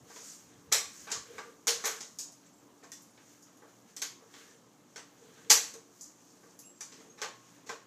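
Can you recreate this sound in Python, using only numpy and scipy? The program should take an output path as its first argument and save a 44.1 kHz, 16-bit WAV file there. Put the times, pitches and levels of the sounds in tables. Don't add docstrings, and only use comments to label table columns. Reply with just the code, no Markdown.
import sys
import numpy as np
from scipy import signal
from scipy.io import wavfile
from scipy.ndimage import uniform_filter1d

SR = 44100
rng = np.random.default_rng(int(sys.argv[2]) if len(sys.argv) > 2 else 0)


def to_wav(sig):
    pcm = np.clip(np.atleast_2d(sig), -1, 1) * 32767
    pcm = np.round(pcm).astype(np.int16)
    wavfile.write(sys.argv[1], SR, pcm.T)


def amp(db):
    return 10 ** (np.asarray(db, float) / 20)


N = 346626


def at_hz(points, hz):
    table_hz, values = np.transpose(points)
    return np.interp(np.log(hz), np.log(table_hz), values)


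def rms_one(x):
    return x / np.sqrt(np.mean(x ** 2) + 1e-20)


def start_one(x):
    return x / np.sqrt(np.mean(x[:, :SR * 3 // 100] ** 2, axis=1, keepdims=True))


def band(x, low_hz, high_hz):
    return signal.sosfilt(signal.butter(2, [low_hz, high_hz], "band", fs=SR, output="sos"), x)


def thirds(low_hz, high_hz):
    count = round(3 * np.log2(high_hz / low_hz))
    edges = np.geomspace(low_hz, high_hz, count + 1)
    return zip(edges, edges[1:])


def drift(rate):
    knots = rng.standard_normal(N // 100)
    return np.interp(np.arange(N) / SR * 2 * rate, np.arange(len(knots)), knots)


def swells(middle_s, length_s, db):
    now = np.arange(0, N + 64, 64) / SR
    shape = np.exp(-4 * ((now - middle_s[:, None]) / length_s[:, None]) ** 2)
    return np.interp(np.arange(N) / SR, now, amp(db) @ shape)


def coloured(spectrum, low_hz, high_hz, patchy_db, grain_db):
    white = rng.standard_normal((2, N)) * amp(grain_db * drift(130))
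    out, together = 0, drift(7.6)
    for k, (lo, hi) in enumerate(thirds(low_hz, high_hz)):
        flicker_db = patchy_db * (together + 1.2 * drift(9.9))
        gain = amp(at_hz(spectrum, np.sqrt(lo * hi)) + flicker_db)
        out = out + gain * band(white[k % 2], lo, hi)
    return rms_one(out)


def ring(x, hz, t60):
    radius = amp(-60 / (t60 * SR))
    turn = 2 * np.pi * hz / SR
    return signal.lfilter([0, np.sin(turn)], [1, -2 * radius * np.cos(turn), radius * radius], x + 1e-18)


def rings(rows, shake_s, split):
    out, t = np.zeros(N + SR), np.arange(SR // 2) / SR
    jiggle = np.sin(np.pi * np.minimum(t / shake_s, 1)) ** 2
    for s, db, hz, t60 in rows:
        shake = jiggle / jiggle.sum() * 2 * np.sin(2 * np.pi * hz * t)
        pair = ring(shake, hz, t60) + 0.69 * ring(shake, hz * (1 + split), t60)
        start = round(s * SR)
        out[start:start + len(t)] += amp(db) * pair
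    return out[:N]


# pitch_hz, level_db (per Hz)
AIR_SPECTRUM = [(18, -61), (30, -18), (64, -42.5), (116, -6.5), (285, 1.5), (404, -14), (457, -4),
                (608, -8), (1170, -10), (1350, -16), (1910, -17), (2400, -22), (4000, -21), (5200, -51),
                (8800, -120)]
# pitch_hz, width_hz, level_db
MOTOR_HUM = [(119.8, 4.8, -78), (177.8, 9.1, -76), (290.5, 5.2, -71.5), (357.5, 4.4, -75)]


def room_tone():
    out = amp(-64) * coloured(AIR_SPECTRUM, 30.2, 1295, patchy_db=1.0, grain_db=0.3)
    for hz, width_hz, db in MOTOR_HUM:
        out += amp(db) * rms_one(ring(rng.standard_normal(N), hz, 3.8 / width_hz))
    return out


# middle_s, length_s, level_db
FINGER_SHIFTS = [(.01, 0.13, -61.5), (0.577, .07, -66), (.47, .08, -70), (0.725, 0.165, -59),
                 (.88, .1, -72), (1.02, 0.077, -63.5), (1.186, 0.061, -59), (1.75, 0.057, -68),
                 (1.55, .4, -86), (2.147, 0.079, -72), (2.565, 0.086, -74)]


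def handling():
    rumble = rms_one(band(rng.standard_normal(N), 74, 190))
    return swells(*np.transpose(FINGER_SHIFTS)) * rumble


# start_s, peak_db, pitch_hz, t60_s
TAG_TINKLES = [(2.40, -72, 9400, 0.14), (2.46, -59.5, 7600, .08), (2.53, -61, 7600, .1),
               (2.58, -61.5, 7500, 0.13), (6.626, -65, 2560, 0.1), (6.636, -64, 2780, .16),
               (3.1, -63, 9400, .1), (6.655, -67, 2680, 0.2), (6.67, -70, 2880, 0.15),
               (6.645, -51.5, 7600, 0.42), (6.652, -59, 11000, 0.17), (6.6, -63, 10300, .1),
               (7.095, -55.5, 6500, 0.18)]


def tag():
    flutter = amp(3.5 * drift(45))
    return rings(TAG_TINKLES, shake_s=0.012, split=0.012) * flutter


# pitch_hz, level_db (per Hz)
RUB_SPECTRUM = [(590, -34), (1000, -7), (1440, -5.5), (1580, 1.5), (1720, -7.5), (3380, -7.5),
                (5610, -13.5), (6590, -2.5), (9410, -18.5), (14700, -21.5), (15600, -28)]
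# middle_s, length_s, level_db, shell_pressure_db
RUB_STROKES = [(.13, 0.11, -59.5, -8.5), (0.283, 0.22, -52, -15), (0.54, .2, -78, 3),
               (1.007, .25, -56.5, -10), (1.37, 0.23, -64, 1.5), (1.892, 0.2, -50, -1),
               (2.12, 0.37, -70, -27), (2.47, 0.056, -80, -1), (3.01, 0.25, -72, -25),
               (3.32, 0.16, -68, -14), (3.703, 0.045, -79, -2), (3.9, 0.055, -71, -4), (4.42, 0.18, -63, 0),
               (5.417, 0.38, -71.5, 2), (5.675, 0.091, -54, -26), (6.027, 0.15, -64, -26),
               (6.285, 0.18, -71.5, -26), (6.5, 0.17, -76, -10), (6.978, 0.17, -67, -3), (7.5, .25, -72, 1)]
# middle_s, length_s, level_db
TOY_SLIDES = [(.1, 0.23, -64), (.69, 0.29, -63.5), (1.358, 0.16, -48), (1.49, .17, -57.5),
              (1.84, 0.34, -60), (3.902, .12, -67), (4.5, 0.37, -66), (5.23, 0.19, -57), (5.478, 0.19, -58),
              (6.405, .12, -67), (7.071, 0.28, -61.5), (7.8, .12, -70)]


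def rubbing():
    middle_s, length_s, db, press_db = np.transpose(RUB_STROKES)
    bright = swells(middle_s, length_s, db)
    body = amp(-73) + swells(middle_s, length_s, db + press_db)
    slide = amp(-74) + swells(*np.transpose(TOY_SLIDES))
    layers = [(amp(-70.5) + bright, 4300, 9000),
              (body, 1200, 4300),
              (amp(-77) + amp(-13) * bright, 9000, 15600)]
    hiss = 0
    for gain, lo, hi in layers:
        hiss = hiss + gain * coloured(RUB_SPECTRUM, lo, hi, patchy_db=0.9, grain_db=1.0)
    drone = rms_one(ring(rng.standard_normal(N), 458, 0.068))
    groan = rms_one(sum(ring(rng.standard_normal(N), hz, 0.023) for hz in (1160, 1590, 2100)))
    return hiss + amp(-10.5) * body * groan + amp(-5.0) * slide * drone


# start_s, peak_db, pitch_hz, t60_s
SHELL_RINGS = [(.16, -56, 982, 0.22), (.724, -35, 1270, 0.088), (1.16, -48.5, 1150, 0.26),
               (1.382, -50.5, 1173, 0.51), (1.385, -50.5, 1610, 0.32), (1.10, -53, 924, .2),
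               (.79, -49, 1154, 0.39), (1.86, -44.5, 1560, 0.34), (1.89, -54, 2150, 0.41),
               (1.68, -39.5, 470.6, 0.28), (2.917, -54.5, 1864, 0.15), (2.917, -58, 3480, 0.25),
               (2.917, -57, 5680, 0.35), (4.019, -43, 1550, 0.16), (5.503, -31.5, 845, 0.23),
               (5.505, -50.5, 243, 0.25), (5.505, -48.5, 165, .15), (5.503, -21, 4850, 0.17),
               (5.75, -52, 450, .4), (6.807, -54, 1800, 0.15), (6.81, -56, 2350, .2),
               (5.506, -48, 320, .25), (5.505, -42, 660, .15), (6.807, -41, 5850, 0.14),
               (4.49, -65, 1780, .3), (4.96, -51, 1506, 0.16), (7.22, -42.5, 1540, 0.22),
               (7.24, -46.5, 1183, 0.22), (7.695, -45, 1050, 0.23)]


def shell_rings():
    return rings(SHELL_RINGS, shake_s=0.0053, split=0.016)


# start_s, crack_db, then against the crack hollow_db, shell_db, rim_db
RIM_CLACKS = [
    (.16, -56.5, 0.5, 0.5, -2),
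    (0.7239, -22.5, -21, -15.5, -8),
    (1.6706, -29, -22, -7, -20),
    (1.6779, -27.5, -13.5, -17, -3),
    (1.684, -37, -19, -9, -6),
    (1.8546, -33.5, -8, -10, -7),
    (4.0183, -35, -22, -11.5, -7),
    (5.5019, -18, -20.5, -13, -8),
    (5.7383, -49, -9, -11, -15),
    (6.8069, -43, -24, -10.5, -16),
]
# start_s, crack_db, then against the crack hollow_db, shell_db, rim_db
PAW_BLOWS = [(0.7161, -38.5, -3, 0.5, -4), (1.0672, -59.5, 3, 13.5, 5.5), (1.098, -45, -12, -1, -16),
             (1.1163, -32.5, -17.5, -11, -11), (1.3816, -53.5, 1.5, 12, 0), (1.8379, -36, -14, -0.5, -12.5),
             (2.0063, -42, -17, -12.5, -12.5), (3.175, -73, 4, 8, 8), (4.338, -59.5, -8.5, 2, 1.5),
             (4.9595, -47, -6.5, -3.5, -7.5), (5.498, -26, -18.5, -10, -7.5), (5.5099, -19, -29, -18, -24),
             (7.174, -59, -8, 4.5, -2.5), (7.217, -39.5, -5.5, -0.5, -3), (7.692, -46.5, 1, 5.5, -4)]
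# start_s, crack_db, then against
# the crack body_db, edge_db
CLAW_TICKS = [(1.8567, -42, -23, 2), (5.5125, -30.5, -25, 2), (2.1873, -36, -28, -15.5),
              (2.32, -58.5, -24, -10), (2.918, -46, -19, -12.5), (3.02, -64, -28, -1),
              (3.424, -57.5, -32, -13), (3.57, -68, -22, -3), (3.9651, -43, -17, -13.5),
              (6.0102, -43.5, -50, -16), (6.5901, -53.5, -23, -2), (6.92, -54, -9, -31)]
# start_s, shell_db, then against the shell hollow_db, crack_db
NOSE_NUDGES = [
    (0.1012, -56, -8, -8),
    (2.827, -56.5, -1, -10.5),
    (2.835, -63, -3, 3.5),
    (3.47, -74, -7, 4),
    (3.621, -55, -4, -22),
    (4.221, -63.5, 5.5, -13),
    (5.38, -63.5, -8, -5.5),
    (6.432, -61, 1, -11),
    (7.0014, -62, 0, -2),
    (7.66, -62, 0.5, 7.5),
]


def contacts():
    s, db, hollow, shell, rim = np.transpose(RIM_CLACKS + PAW_BLOWS)
    edge = np.repeat([-10.5, -16.5], [len(RIM_CLACKS), len(PAW_BLOWS)])
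    edge = edge + 0.15 * rim
    blows = np.c_[s, db + hollow, db + shell, db + rim, db, db + edge]
    s, db, body, edge = np.transpose(CLAW_TICKS)
    ticks = np.c_[s, db + body - 7, db + body, db + 0.76 * body, db, db + edge]
    s, db, hollow, crack = np.transpose(NOSE_NUDGES)
    crack = db + crack
    nudges = np.c_[s, db + hollow, db, crack - 8.5, crack, crack - 17]
    rows = np.r_[blows, ticks, nudges]
    return rows[np.argsort(rows[:, 0])]


def knock_echoes(rows, t):
    chance = rng.random((len(rows), 4, len(t)))
    arrivals = chance[:, 0] < (1500 + 32000 * t / 0.05) / SR
    sizes = amp(4.17 * -np.log(chance[:, 1] + 0.025)) * np.sign(chance[:, 2] - 0.5)
    echoes = arrivals * sizes / np.sqrt(uniform_filter1d(arrivals.mean(0), size=200))
    echoes[:, 0] = 5.1 + 0.5 * np.clip(rows[:, 4] - rows[:, 2], 0, 14)
    gap_s = np.diff(rows[:, 0], append=99)
    crack_rise_db = np.diff(rows[:, 4], append=0)
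    leads_in = (gap_s < 0.045) & (gap_s > 0.005) & (crack_rise_db > 2)
    echoes[leads_in] *= 1 - np.exp(-t / (0.46 * gap_s[leads_in, None]))
    crack = (chance[:, 3, :800] - 0.5) * amp(-60 * t[:800] / 0.0055)
    crack[:, 0] = 2.63
    return signal.fftconvolve(echoes, crack, axes=1)[:, :len(t)]


PART_EDGES_HZ = [300, 700, 2200, 4500, 9000, 15800]
PART_CENTRES_HZ = [480, 1300, 3200, 6500, 11500]
PART_TRIM_DB = [-3.5, -1, -0.55, -2.1, -0.5]
# pitch_hz, level_db (per Hz)
KNOCK_SPECTRUM = [(150, -53), (250, -23.5), (442, -7), (705, -14.5), (837, -9.5), (995, -16), (1890, -3.5),
                  (2360, -4), (3010, -2.5), (6770, 2.5), (9390, -16), (11000, -9.5), (15500, -31.5)]
# pitch_hz, t60_s
ROOM_DECAY = [(300, 0.34), (600, 0.42), (1400, 0.45), (3600, 0.41), (6500, 0.38), (10000, 0.34),
              (15000, 0.24)]
# pitch_hz, level_db, t60_s
SHELL_MODES = [(441.7, 2, 0.26), (466, 0.5, 0.37), (845, -10, 0.22), (952, -11.5, .2), (1085, -16, 0.81),
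               (1146, -11.5, 0.42), (1150, -17.5, 0.28), (1560, -5, 0.093), (1780, -10.5, 0.087),
               (1960, -20.5, 0.092)]


def knocks():
    rows = contacts()
    t = np.arange(SR // 2) / SR
    echoes = knock_echoes(rows, t)
    early = 1 + 1.2 * np.exp(-t / 0.098) + 0.5 * np.exp(-t / 0.007)
    levels = rows[:, 1:] + PART_TRIM_DB
    slices = np.array(list(thirds(250, 15800)))
    centres = np.sqrt(slices.prod(axis=1))
    usual_db = at_hz(KNOCK_SPECTRUM, centres) + 10 * np.log10(np.diff(slices)[:, 0])
    part = np.digitize(centres, PART_EDGES_HZ[1:-1])
    part_lift_db = levels - 10 * np.log10(np.bincount(part, amp(2 * usual_db)))
    lift_db = np.array([at_hz(np.c_[PART_CENTRES_HZ, row], centres) for row in part_lift_db])
    answer = 0
    for k, ((lo, hi), hz) in enumerate(zip(slices, centres)):
        swell = 1 - np.exp(-t * hz / 3.1 - hz / 2500)
        fade = swell * early * amp(-60 * t / at_hz(ROOM_DECAY, hz))
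        low_cut_db = 3.6 * (hz < 600) + 8.0 * (hz < 400)
        gain = amp(usual_db[k] + lift_db[:, [k]] - 1.94 - low_cut_db)
        answer = answer + (-1) ** k * gain * start_one(band(echoes * fade, lo, hi))
    strike_db = 4.2 * rng.standard_normal((len(rows), len(SHELL_MODES)))
    shake = echoes * np.exp(-t / 0.0057)
    for k, (hz, db, t60) in enumerate(SHELL_MODES):
        upper = int(hz > 700)
        gain = amp(db - 5.5 + levels[:, [upper]] + strike_db[:, [k]] * upper)
        answer = answer + gain * start_one(ring(shake, hz, t60))
    out = np.zeros(N + len(t))
    for s, one in zip(rows[:, 0], answer):
        start = round(s * SR)
        out[start:start + len(t)] += one
    return out[:N]


def scene():
    toy = knocks() + shell_rings()
    toy = signal.sosfilt(signal.butter(2, 220, "high", fs=SR, output="sos"), toy)
    return (room_tone() + handling() + tag() + rubbing() + toy)[None]


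def band_limit(x):
    return signal.sosfilt(signal.butter(12, 16640, fs=SR, output="sos"), x)


def record(dry):
    no_bass = signal.sosfilt(signal.butter(2, 58, "high", fs=SR, output="sos"), dry)
    port = 0.43 * signal.lfilter(*signal.iirpeak(6800, 5.0, fs=SR), no_bass)
    dip = 0.46 * signal.lfilter(*signal.iirpeak(9000, 4.0, fs=SR), no_bass)
    shaped = no_bass + port - dip
    top_cut = signal.sosfilt(signal.cheby2(10, 24, 15500, fs=SR, output="sos"), shaped)
    return band_limit(top_cut)


dry = scene()
out = record(dry)
to_wav(out)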